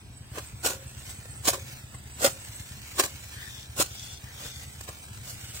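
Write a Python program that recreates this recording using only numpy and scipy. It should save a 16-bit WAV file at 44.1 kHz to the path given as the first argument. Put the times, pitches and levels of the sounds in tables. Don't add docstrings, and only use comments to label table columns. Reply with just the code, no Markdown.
import sys
import numpy as np
from scipy import signal
from scipy.io import wavfile
from scipy.ndimage import uniform_filter1d

SR = 44100
rng = np.random.default_rng(int(sys.argv[2]) if len(sys.argv) > 2 else 0)


def ratio(d):
    e = np.asarray(d, float) / 20
    return 10 ** e


def int16_out(signal):
    q = np.round(np.clip(np.atleast_2d(signal).T, -1, 1) * 32767)
    wavfile.write(sys.argv[1], SR, q.astype(np.int16))


N = 246959
TIME = np.arange(N) / SR

# peak in seconds, grit level in dB,
# weight (lumps over grit) in dB, rise in ms per 10 dB.
CUTS = [
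    (0.647, -24, -10, 8.5),
    (1.454, -28.5, -15, 10),
    (2.224, -26, -9, 17),
    (2.968, -39.5, -12, 26),
    (3.784, -27, -11.5, 12),
]
CUT_FALL_MS = 45.6
# peak in seconds, grit level in dB, weight in dB,
# rise in ms per 10 dB, fall in ms per 10 dB.
STOPS = [
    (0.663, -21, -11, 13.5, 22.5),
    (1.485, -15, -11.5, 15, 15.5),
    (2.246, -15, -11, 9, 19),
    (2.997, -16.5, -7, 9, 16),
    (3.807, -17, -13, 9.5, 17.5),
]
# peak in seconds, grit level in dB, weight in dB,
# rise in ms per 10 dB, fall in ms per 10 dB.
PRIES = [
    (.705, -33, -6.5, 22, 34),
    (1.534, -29, -5, 7, 24.5),
    (2.266, -21.5, -4, 25.5, 13.5),
    (3.037, -24.5, -7.5, 4, 20.5),
    (3.823, -27, -6.5, 13, 8),
]
SPILL_LATE_S, SPILL_DB, SPILL_WEIGHT_DB, SPILL_RISE_MS, SPILL_FALL_MS = 0.037, -17, -19, 5.7, 30
# peak in seconds, grit level in dB, weight in dB, fall in ms per 10 dB (below zero means as short as
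SCUFFS = [(2.269, -20, -5, -1), (2.6, -42, -18, 7), (.36, -46, -3, 33), (0.384, -37.5, 2.5, 12.5),
          (.446, -45, -10, 15), (1.098, -40.5, -17, 31), (1.256, -46, -2.5, 7), (1.358, -39, -13, -1),
          (1.948, -53, 1, 15), (4.415, -44.5, -5.5, 39), (4.454, -43.5, -3.5, 29), (4.81, -34, -11, 3),
          (4.837, -43, -21, 13), (4.889, -37.5, -3.5, 12.5), (5.298, -36.5, -17, 46), (5.554, -39, -16, 27)]
SCUFF_RISE = 0.93
# start in seconds, level in dB, ground note in Hz, swell in ms.
THUDS = [(0.38, -33.5, 364, 1.4), (.658, -23, 528, 2.5), (.662, -26, 800, 4.4), (1.48, -20.5, 393, 1.84),
         (1.484, -31.5, 560, 10.7), (1.484, -22.5, 697, 6), (2.244, -19.5, 560, 8.8),
         (2.265, -36, 412, 1.5), (2.993, -25.5, 373, 7.1), (2.995, -26, 560, 4.5), (3.789, -30.5, 110, 5),
         (3.797, -26.5, 560, 5.6), (3.798, -22.5, 343, 2.7), (4.886, -43, 452, 3.1)]
# frequency in Hz, level in dB.
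GRIT = [(1060, -65.5), (1800, -37), (2500, -9.5), (3800, -4), (5900, -4), (7600, 1), (9150, -4),
        (10000, -8), (11500, -12.5), (13900, -7), (15600, -6.5), (17000, -42)]
# frequency in Hz, width in Hz, level in dB.
CLOD = [(342, 294, -7), (560, 158, -7.5), (775, 185, -7)]
# frequency in Hz, width in Hz, level in dB.
CRUSH = [(1285, 790, -1), (1460, 126, -4.5), (2036, 810, -8.5), (2480, 430, -8)]
CRUST_SHARE, CRUST_DB = 0.87, 2
# frequency in Hz, time to fall 60 dB in seconds.
BLADE = [(380, .3), (537, .4)]
# start in seconds, level of the low note in dB, level of the high note in dB.
RINGS = [
    (.7, -39, -38),
    (1.53, -40.5, -39.5),
    (2.29, -47.5, -44),
    (3.041, -53, -52),
    (3.819, -54, -57),
]
# start in seconds, length in seconds, level in dB, steel note in Hz.
SLIDES = [
    (3.272, 0.24, -51, 1920),
    (3.438, 0.24, -49.5, 3700),
    (3.864, 0.33, -46, 3610),
    (4.194, 0.17, -58.5, 1860),
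    (4.323, 0.33, -49.5, 3580),
]
SLIDE_SAG, SLIDE_LEFT = 0.015, 1
SLIDE_WIDTH_HZ, SLIDE_PEAK = 400, 1.35
UPPER_RATIO, UPPER_WIDTH_HZ, UPPER_DB = 1.45, 3200, 2.5
# time in seconds, patter level in dB.
RUSTLE = [(0, -60), (.05, -83), (.28, -64), (.36, -47), (.6, -55), (1.08, -48), (1.28, -55.5),
          (1.73, -45.5), (1.91, -56), (2.45, -47.5), (3.45, -45.5), (3.7, -52), (4.05, -45), (4.27, -53),
          (4.45, -45.5), (5.07, -51.5), (5.35, -48), (5.6, -42.5)]
# frequency in Hz, level in dB.
RUSTLE_TONE = [(150, -12), (300, -13), (700, -5.5), (1300, -3.5), (2500, 0.5), (4600, -4), (7900, -0.5),
               (9300, -5), (10500, -12.5), (13000, -8.5), (15700, -3.5), (17000, -51)]
EVEN_DB, TILT_DB, TILT_PER_DB = -49.5, 1.5, -0.68
# time in seconds, level in dB.
INSECT = [(0, -58.5), (.25, -56.5), (.48, -47), (.6, -57), (1.36, -46), (1.75, -63), (2.01, -50),
          (2.67, -46.5), (3.02, -72), (3.2, -51.5), (3.6, -58), (3.77, -55), (3.94, -65), (4.15, -60),
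          (4.7, -52), (5.2, -52), (5.46, -52), (5.6, -46)]
INSECT_HZ, INSECT_WIDTH_HZ = 8100, 750
# time in seconds, firings a second.
FIRING = [(0, 9.21), (1.8, 9.2), (2.4, 9.15), (3.6, 9.17), (5.6, 9.2)]
FIRST_TURN = .09
# frequency in Hz, level in dB.
EXHAUST = [(15, -67), (25, -47), (37, -22), (53, -5), (70, -4.5), (97, 0), (129, -0.5), (145, -10),
           (165, -15.5), (200, -11), (235, -16), (320, -18), (420, -42), (700, -82)]
# time in seconds, level in dB.
ENGINE = [(0, -46.5), (2.1, -46.5), (3.9, -48), (5.6, -47)]
# frequency in Hz, width in Hz, level in dB.
PIPE = [(73.4, 1.5, -9), (120, 3, -14), (128.5, 3, -14), (197, 6, -24)]
# frequency in Hz, level in dB.
AIR = [(150, -23), (300, -22.5), (600, -27.5), (1200, -32), (3800, -29.5), (9500, -37.5), (10300, -42),
       (16000, -40)]
AIR_DB = -54.5
# frequency in Hz, likeness from 0 to 1.
NEAR_SAME = [(60, 1), (500, 1), (900, 0.7), (1500, 0.55), (4000, 0.71), (15000, 0.33)]
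# frequency in Hz, likeness from 0 to 1.
FAR_SAME = [(60, 0.96), (200, .86), (550, 0.51), (1500, 0.21), (6000, 0.93), (9000, 0.48), (15000, .4)]
# frequency in Hz, left over right in dB.
LEFT_PORT = [(100, .3), (500, 1.4), (1300, -.6), (2500, -1.2), (4500, -1.5), (7300, -.5), (10500, -6),
             (14000, -1)]
GAP_SHARE, GAP_DB, GAP_FROM_HZ = .045, -30, 1500


def evened(x):
    return x / np.sqrt(np.mean(x ** 2) + 1e-20)


def read(points, hz):
    f, value = np.transpose(points)
    return np.interp(np.log(hz + 1), np.log(f + 1), value)


def curve(rows):
    t, value = np.transpose(rows)
    return np.interp(TIME, t, value)


def colour(x, points):
    half = np.log(ratio(np.maximum(read(points, np.fft.rfftfreq(16384, 1 / SR)), -100)))
    full = np.concatenate([half, half[-2:0:-1]])
    taps = np.fft.ifft(np.exp(np.conj(signal.hilbert(full)))).real[:8192]
    taps = taps.reshape((1,) * (x.ndim - 1) + (-1,))
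    return signal.oaconvolve(x, taps, axes=-1)[..., :N]


def resonate(x, hz, width):
    return signal.lfilter(*signal.iirpeak(hz, hz / width, SR), x)


def grainy(per_s, spread_db, hiss):
    size = ratio(spread_db * np.minimum(rng.exponential(1, (2, N)), 4))
    struck = rng.random((2, N)) < per_s / SR
    cracks = evened(size * rng.standard_normal((2, N)) * struck)
    return evened(cracks + hiss * rng.standard_normal((2, N)))


def flicker(ms):
    size = int(ms * SR / 1000)
    return evened(uniform_filter1d(uniform_filter1d(rng.standard_normal(N), size), size))


def all_pushes():
    cuts = [(*row, CUT_FALL_MS) for row in CUTS]
    spills = [(s + SPILL_LATE_S, db + SPILL_DB, SPILL_WEIGHT_DB, SPILL_RISE_MS, SPILL_FALL_MS)
              for s, db, *_ in PRIES]
    scuffs = [(s, db, weight_db, SCUFF_RISE * ms, ms) for s, db, weight_db, ms in SCUFFS]
    return cuts + list(STOPS) + list(PRIES) + spills + scuffs


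def pushes(share):
    power = np.zeros(N)
    for s, db, weight_db, rise_ms, fall_ms in all_pushes():
        i = slice(max(int((s - .2) * SR), 0), int((s + .3) * SR))
        ms = (TIME[i] - s) * 1000
        slope = np.minimum(ms / max(rise_ms, .5), -ms / max(fall_ms, .5))
        power[i] += ratio(2 * (db + share * weight_db + 10 * slope))
    return np.sqrt(power)


def soil():
    shiver = ratio(1.6 * flicker(3))
    grit = evened(colour(grainy(7000, 2.5, 1.0), GRIT))
    crust = sum(ratio(db) * resonate(grainy(1500, 3.1, 0.67), hz, w) for hz, w, db in CRUSH)
    clods = np.zeros((2, N))
    for hz, w, db in CLOD:
        lump = resonate(grainy(700, 2.5, .5), hz, w)
        clods += ratio(db) * resonate(lump, hz, 1.26 * w)
    sound = grit * pushes(0) * shiver
    sound += ratio(CRUST_DB) * evened(crust) * pushes(CRUST_SHARE) * shiver
    return sound + ratio(-2.0) * evened(clods) * pushes(1)


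def thuds():
    out = np.zeros(N)
    for s, db, hz, ms in THUDS:
        t = np.maximum(TIME - s, 0)
        swell = t * 1000 / ms
        out += ratio(db + 2) * np.sin(2 * np.pi * hz * t) * swell * np.exp(.5 - swell ** 2 / 2)
    return out


def blade():
    out = np.zeros(N)
    clinging_db = 5 * flicker(7) - 3.5
    for s, *levels_db in RINGS:
        t = np.maximum(TIME - s, 0)
        onset = 1 - np.exp(-t / 0.0014)
        for db, (hz, t60) in zip(levels_db, BLADE):
            out += ratio(db - 60 * t / t60 + clinging_db) * np.sin(2 * np.pi * hz * t) * onset
    return out


def hoe():
    sound = soil()
    sound[0] += thuds() + blade()
    return ports(sound, NEAR_SAME, lag_ms=0.2745, sway_ms=0.088, echo_db=1.5, drift_ms=0.1155, corner_hz=1040)


def slides():
    grains = grainy(2500, 3.8, 1.0)
    out = np.zeros((2, N))
    for s, length, db, hz in SLIDES:
        i = slice(int(s * SR), int((s + length) * SR))
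        part = grains[:, i]
        along = np.linspace(0, 1, part.shape[1])
        turn = np.exp(2j * np.pi * np.cumsum(hz * (1 - SLIDE_SAG * along)) / SR)
        narrow = (turn * signal.lfilter(*signal.butter(2, SLIDE_WIDTH_HZ / 2, fs=SR), part / turn)).real
        upper_hz = hz * UPPER_RATIO
        wide = resonate(resonate(part, upper_hz, UPPER_WIDTH_HZ), upper_hz, 2 * UPPER_WIDTH_HZ)
        arch = np.sin(np.pi * along ** SLIDE_PEAK) ** 0.63
        out[:, i] += ratio(db) * arch * (evened(narrow) + ratio(UPPER_DB) * evened(wide))
    out[1] = SLIDE_LEFT * out[0] + 1.04 * out[1]
    return out * ratio(0.6 * flicker(12))


def rustle():
    patter = evened(colour(grainy(1800, 3.0, 1.7), RUSTLE_TONE))
    low = signal.sosfilt(signal.butter(2, 2500, fs=SR, output="sos"), patter)
    busy_db = curve(RUSTLE)
    patter = patter + low * (ratio(TILT_DB + TILT_PER_DB * (busy_db - EVEN_DB)) - 1)
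    return patter * ratio(busy_db + 1.3 * flicker(25) + 1.2 * flicker(6) + 1.1)


def insect():
    buzz = resonate(rng.standard_normal((2, N)), INSECT_HZ, INSECT_WIDTH_HZ)
    buzz = resonate(buzz, INSECT_HZ, INSECT_WIDTH_HZ)
    return evened(buzz) * ratio(curve(INSECT) + 3.2 * flicker(16) - 1.5)


def engine():
    turns = FIRST_TURN + np.cumsum(curve(FIRING)) / SR
    size = ratio(1.8 * rng.standard_normal((60, 3)))[turns.astype(int)].T
    firing = np.diff(np.floor(turns), prepend=0) * size[0]
    valves = np.zeros(N)
    for knock_size, at in zip(size[1:], (.5, .76)):
        valves += np.diff(np.floor(turns + at), prepend=0) * knock_size
    pulses = evened(firing + .18 * valves) * [[1], [0]]
    pulses = signal.sosfilt(signal.butter(2, 190, fs=SR, output="sos"), pulses)
    roll = rng.standard_normal((2, N)) * ratio(2 * flicker(30))
    drive = .85 * roll - pulses
    sound = evened(colour(drive, EXHAUST))
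    sound += sum(ratio(db) * evened(resonate(drive, hz, w)) for hz, w, db in PIPE)
    return evened(sound) * ratio(curve(ENGINE))


def air():
    return ratio(AIR_DB) * evened(colour(rng.standard_normal((2, N)), AIR))


def ports(pair, same, lag_ms, sway_ms, echo_db, drift_ms, corner_hz):
    hz, t, (shared, apart) = signal.stft(pair, SR, nperseg=512, noverlap=384)
    hz = hz[:, None]
    likeness = np.clip(read(same, hz), 0, 1)
    at = np.minimum(t * SR, N - 1).astype(int)
    treble = hz ** 2 / (hz ** 2 + corner_hz ** 2)
    echo = treble * ratio(echo_db)
    lag = (lag_ms + sway_ms * flicker(300)[at]) / 1000
    out = []
    for side in (1, -1):
        path = np.exp(-1j * np.pi * hz * treble * side * lag)
        for ms in rng.uniform(.3, 4, 3):
            delay = (ms + drift_ms * flicker(200)[at]) / 1000
            path = path + echo * np.exp(-2j * np.pi * hz * delay)
        path = path / np.sqrt(1 + 3 * echo ** 2)
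        mixed = np.sqrt((1 + likeness) / 2) * shared + side * np.sqrt((1 - likeness) / 2) * apart
        out.append(mixed * path * ratio(side * read(LEFT_PORT, hz) / 2))
    return signal.istft(np.array(out), SR, nperseg=512, noverlap=384)[1][:, :N]


def scene():
    field = slides() + rustle() + insect() + engine() + air()
    return hoe() + ports(field, FAR_SAME, lag_ms=0.19, sway_ms=0.053, echo_db=-3.0, drift_ms=0.145, corner_hz=1170)


def drop_bands(x):
    hz, _, (left, right) = signal.stft(x, SR, nperseg=1024, noverlap=768)
    field = rng.standard_normal(left.shape)
    for bands, frames in ((6, 18), (4, 8)):
        field = uniform_filter1d(uniform_filter1d(field, size=bands, axis=0), size=frames, axis=1)
    shut = (field < np.quantile(field, GAP_SHARE)) & (hz[:, None] > GAP_FROM_HZ)
    lost = (left + right) / 2 * shut * (1 - ratio(GAP_DB))
    return x - signal.istft(lost, SR, nperseg=1024, noverlap=768)[1][:N]


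def roll_off(x):
    return signal.sosfilt(signal.butter(12, 16870, fs=SR, output="sos"), x)


def record(dry):
    rounded = drop_bands(.7 * np.tanh(dry / .7))
    edge = signal.firwin(1535, 15920, window=("kaiser", 9), fs=SR)
    mix = signal.oaconvolve(rounded, edge[None], "same")
    return roll_off(mix)


dry = scene()
out = record(dry)
int16_out(out)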